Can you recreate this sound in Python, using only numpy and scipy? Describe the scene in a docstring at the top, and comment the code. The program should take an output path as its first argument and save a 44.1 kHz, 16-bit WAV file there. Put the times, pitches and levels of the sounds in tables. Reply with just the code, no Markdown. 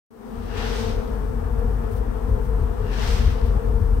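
"""Inside a moving vehicle, beside a box of honeybees. The body booms on the road, the cabin drones,
and a thin steady hiss lies behind them. The colony hums on top, each bee on its own drifting wingbeat,
in a rush of stirred air. Twice a grainy hiss of flicking wings spreads across the comb as a wave and
dies away. Something brushes faintly against the box, mostly between the waves."""
import sys
import numpy as np
from scipy import signal
from scipy.fft import rfft, irfft, next_fast_len
from scipy.io import wavfile
from scipy.ndimage import uniform_filter1d, map_coordinates

SR = 44100
rng = np.random.default_rng(int(sys.argv[2]) if len(sys.argv) > 2 else 0)


def inscribe(sig):
    """Save sig as 16-bit PCM at rate SR to the path in sys.argv[1].

    A 1-D sig is mono; a 2-D sig holds one channel per row.
    Samples are clipped to [-1, 1] before scaling.
    """
    pcm = np.round(np.clip(np.atleast_2d(sig).T, -1, 1) * 32767)
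    wavfile.write(sys.argv[1], SR, pcm.astype(np.int16))


N = 176400

# the swings of the road rumble: (time [s], relative level [dB])
RUMBLE_LEVEL = [(.15, -51.5), (.29, -44), (.39, -28), (.5, -32), (.6, -27.5), (.86, -27), (.99, -23.5),
                (1.05, -33), (1.1, -26.5), (1.45, -25), (1.7, -20.5), (1.9, -27.5), (2, -22.5), (2.23, -28),
                (2.28, -18), (2.38, -19), (2.42, -26), (2.46, -23), (2.64, -18.5), (2.77, -31), (2.82, -21),
                (2.97, -25.5), (3.13, -19), (3.19, -20.5), (3.28, -15), (3.38, -26), (3.44, -19),
                (3.57, -18.5), (3.62, -32), (3.67, -20.5), (3.76, -18.5), (3.96, -18)]
# tone of the body's boom, the cabin's drone and the thin hiss bed: (frequency [Hz], density [dB])
BOOM_COLOUR = [(14, -34), (24, -26), (33, -4.5), (46, 3.5), (61, -5.5), (79, -10), (97, -9.5), (111, -21.5),
               (127, -21), (158, -38), (320, -74.5)]
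DRONE_COLOUR = [(70, -18), (100, 2), (128, 2), (160, -6.5), (200, -4), (275, -10), (320, -16), (780, -59)]
BED_COLOUR = [(520, -5), (3100, -2), (5900, -1.7), (8900, 0.6), (13100, 1.2), (15900, -3)]

# partials of the buzz: (multiple of the wingbeat, relative level [dB])
BUZZ_PARTIALS = [(1, -39.5), (2, -37.5), (3, -50.5), (4, -52.5), (5, -57), (6, -58.5)]
# how hard the bees buzz, riding the overtones only: (time [s], gain [dB])
BUZZ_EFFORT = [(.15, -3), (.42, -2), (.55, -0.5), (.64, 1), (.77, 4), (.9, 2.5), (1.15, 0.5), (1.37, -2.5),
               (1.55, .5), (2.2, 0), (2.37, 1), (2.44, -1.5), (2.84, 1), (2.98, -0.5), (3.25, 0), (3.47, 2),
               (3.62, 1), (3.77, 1), (3.98, -3.5)]
# the ride on the hum's lowest partial: (time [s], gain [dB])
FUNDAMENTAL_RIDE = [(.3, 2), (.9, 2.5), (1.4, -1), (2.1, 0), (2.7, -2), (3.3, .5), (3.9, 1)]
# tone of the air the wings stir: (frequency [Hz], density [dB])
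AIR_COLOUR = [(130, -10), (270, 2.5), (325, -1.5), (400, 4), (570, -6), (860, -1.3), (1300, -6.5),
              (1500, -11), (1760, -11.5), (2050, -19.5), (2400, -22), (3450, -29), (6900, -80)]

# the two hissing waves, a list each: (time [s], relative level [dB], relative lean to the left [dB])
HISS_WAVES = [
    [(0.42, -59, 8), (0.5, -54.5, 4), (0.545, -50, 2), (0.578, -42.5, 3.5), (0.66, -40, 3),
     (0.824, -43.5, -1), (0.935, -48, 4), (0.972, -53.5, 1), (1.15, -63, 3)],
    [(2.78, -66, 8.0), (2.9, -55, 7), (2.935, -46.5, 8.5), (3.028, -41, 4.0), (3.19, -42, -2.5),
     (3.25, -45.5, 3), (3.32, -47, 2.0), (3.372, -53.5, 6), (3.472, -56, 10), (3.56, -64, 9)],
]
# each wave surges deep in the box, then its crest passes close: (time [s], half length [s], level [dB])
WAVE_SURGES = [(0.615, 0.079, -42), (2.99, 0.099, -44)]
WAVE_CRESTS = [(0.8, 0.087, -46.5), (3.114, 0.088, -43)]
# tone of a wave's body, its dull rasping surge and its bright crest: (frequency [Hz], density [dB])
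HISS_COLOUR = [(240, -1), (660, 5), (1420, 3.5), (2250, 0), (3050, -0.9), (5050, -5.5), (6450, -9),
               (8900, -16), (11100, -19), (13100, -18), (15900, -38)]
SURGE_COLOUR = [(450, -18), (700, 8), (950, -3), (1300, 1), (1750, 8), (2200, -13), (2800, 5), (3400, -27),
                (7000, -38)]
CREST_COLOUR = [(1550, -22), (3450, 1), (5400, 2), (8400, -3.5), (10900, -12), (13100, -9), (15900, -17)]

# light scuffs on the box: (time [s], half length [s], level [dB])
SCUFFS = [(1.596, .008, -57), (1.926, 0.013, -55), (1.972, .018, -55.5), (2.451, 0.028, -59),
          (3.468, .013, -57)]
# their thin tone: (frequency [Hz], density [dB])
SCUFF_COLOUR = [(1050, -7), (3100, -3), (6900, -4.5), (10400, 2), (15400, 0)]

# the fade-in of the whole mix: (time [s], gain [dB])
FADE_IN = [(.0985, -83), (.107, -10), (.2, -4.5), (.29, -0.5), (.55, 2.4)]
# treble colour of the two microphone ports: (frequency [Hz], gain [dB])
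LEFT_PORT_EQ = [(5950, -0.8), (7050, -5.5), (8550, -0.5), (9550, -2.9), (10550, -10.5), (12250, -4)]
RIGHT_PORT_EQ = [(5950, -1.26), (7050, -7.5), (8950, -9.5), (10550, -18.5), (12250, -1), (14900, -0.5)]


def amp(db):
    """Decibels to gain."""
    return 10 ** (np.asarray(db) / 20)


def unit(x):
    """Scaled to rms 1."""
    return x / np.sqrt(np.mean(x ** 2) + 1e-20)


def clock():
    """The time of every sample."""
    return np.arange(N) / SR


def along(points, hz):
    """(Hz, value) points on a log axis."""
    f, v = np.transpose(points)
    return np.interp(np.log(hz + 1), np.log(f + 1), v)


def wobble(rate):
    """A smooth random curve, rate knots a second."""
    knots = rng.standard_normal(int(N * rate / SR) + 4)
    coarse = clock()[::SR // 300]
    return np.interp(clock(), coarse, map_coordinates(knots, [coarse * rate]))


def filtered(x, response):
    """x times a response of frequency."""
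    m = next_fast_len(N + SR // 2)
    return irfft(rfft(x, m) * response(np.fft.rfftfreq(m, 1 / SR)), m)[..., :N]


def noise(spectrum):
    """Two unrelated coloured noises of rms 1."""
    return unit(filtered(rng.standard_normal((2, N)), lambda hz: amp(along(spectrum, hz))))


def place(pair, pan_db, alike=0):
    """Two unrelated signals as left and right, partly alike and leaning left."""
    turn = np.arccos(np.clip(alike, -1, 1)) / 2
    mid, side = np.cos(turn) * pair[0], np.sin(turn) * pair[1]
    return np.array([(mid + side) * amp(pan_db / 2), (mid - side) * amp(-pan_db / 2)])


def bell(centre, half):
    """A smooth rise and fall of height 1."""
    return np.exp(-.5 * ((clock() - centre) / half) ** 2)


def swells(events):
    """An envelope with one smooth rise and fall for each event."""
    return sum(amp(db) * bell(time, half) for time, half, db in events)


def road(trim_db=-0.5, drone_db=-40, drone_follows=0.5):
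    """The vehicle's body booms on the road, nearly mono; the cabin drones more evenly above it."""
    level_db = np.interp(clock(), *np.transpose(RUMBLE_LEVEL))
    boom = place(noise(BOOM_COLOUR), pan_db=5.5, alike=0.98)
    slow_power = np.abs(uniform_filter1d(np.mean(boom ** 2, axis=0), size=SR // 12))
    even_boom = boom / np.sqrt(slow_power)  # iron out the noise's own swells
    drone = place(noise(DRONE_COLOUR), pan_db=3.5, alike=0.75)
    drone_gain = amp(drone_db + drone_follows * (level_db - level_db.mean()))
    return even_boom * amp(level_db + trim_db) + drone * drone_gain


def hiss_bed(level_db=-57, waver_db=0.5):
    """A thin background hiss that barely wavers."""
    return amp(level_db + waver_db * wobble(5.85)) * place(noise(BED_COLOUR), pan_db=7.5)


def bees(count, wing_hz=228.35, spread=0.058, drift=0.029, stray_db=1.15):
    """Each bee buzzes on its own drifting wingbeat; more effort brings out the overtones."""
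    partials = np.zeros((len(BUZZ_PARTIALS), N))
    ranks = (np.arange(count) + .5) / count
    for detune in unit(np.log(ranks / (1 - ranks))):  # most bees sit near the mean wingbeat
        pitch_hz = wing_hz * (1 + spread * detune + drift * wobble(11))
        phase = (2 * np.pi * (np.cumsum(pitch_hz) / SR + rng.random())).astype(np.float32)
        loudness = amp(3.64 * wobble(8) - stray_db * abs(detune))  # off-pitch bees are softer
        for k in range(len(partials)):
            partials[k] += loudness * np.sin((k + 1) * phase)
    effort_db = np.interp(clock(), *np.transpose(BUZZ_EFFORT))
    fundamental_db = np.interp(clock(), *np.transpose(FUNDAMENTAL_RIDE))
    return sum(amp(db + (fundamental_db if multiple == 1 else effort_db)) * unit(partial)
               for (multiple, db), partial in zip(BUZZ_PARTIALS, partials))


def colony(air_db=-41.5, build_db=7, build_s=0.22):
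    """The wide hum of the wingbeats and the rush of air they stir, starting soft and building."""
    hum = place([bees(count=18), bees(count=18)], pan_db=5.0, alike=0.14)
    air = place(noise(AIR_COLOUR), pan_db=6.0) * amp(air_db + 0.77 * wobble(13))
    return (hum + air) * amp(-build_db * np.exp(-clock() / build_s))


def wing_flicks(flicks_per_s=520, decay_s=0.0034, graininess=0.29):
    """The grainy envelope of many short wing flicks at random moments."""
    onsets = (rng.random((2, N)) < flicks_per_s / SR) * rng.exponential(1, (2, N))
    decay = np.exp(-clock()[:SR // 20] / decay_s)
    power = np.abs(signal.fftconvolve(onsets, decay[None], axes=1)[:, :N])
    return np.sqrt(1 - graininess + graininess * power / power.mean())


def wing_waves(boost_db=5.5, pan_depth=0.69, fade_db_per_s=54):
    """Each wave surges, swells as more wings join, crosses the comb and is brightest at its crest."""
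    t, body = clock(), np.zeros((2, N))
    for wave in HISS_WAVES:
        times, level_db, lean_db = np.transpose(wave)
        outside_s = np.abs(t - np.clip(t, times[0], times[-1]))  # time before or after the wave
        swell = amp(np.interp(t, times, level_db) + boost_db - fade_db_per_s * outside_s)
        body += swell * place(noise(HISS_COLOUR), pan_db=pan_depth * np.interp(t, times, lean_db))
    surges = swells(WAVE_SURGES) * place(noise(SURGE_COLOUR), pan_db=4.0)
    crests = swells(WAVE_CRESTS) * place(noise(CREST_COLOUR), pan_db=7.0)
    return (body + surges + crests) * wing_flicks()


def box_scuffs():
    """Something brushes the box: faint, thin scuffs well to the left."""
    return swells(SCUFFS) * place(noise(SCUFF_COLOUR), pan_db=13.5)


def scene():
    """The mix: a thin hiss bed, the bees' waves and hum, the road below and a few scuffs."""
    return hiss_bed() + wing_waves() + colony() + road() + box_scuffs()


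def record(dry):
    """The mix fades in and closes softly; each port colours the treble and cuts off the very top."""
    top_hz = 15800
    fade_in = amp(np.interp(clock(), *np.transpose(FADE_IN)))
    fade_out = np.clip((N - 1 - np.arange(N)) / (SR // 100), 0, 1)
    return filtered(dry * fade_in * fade_out,
                    lambda hz: amp([along(LEFT_PORT_EQ, hz), along(RIGHT_PORT_EQ, hz)]) * (hz < top_hz))


dry = scene()
out = record(dry)
inscribe(out)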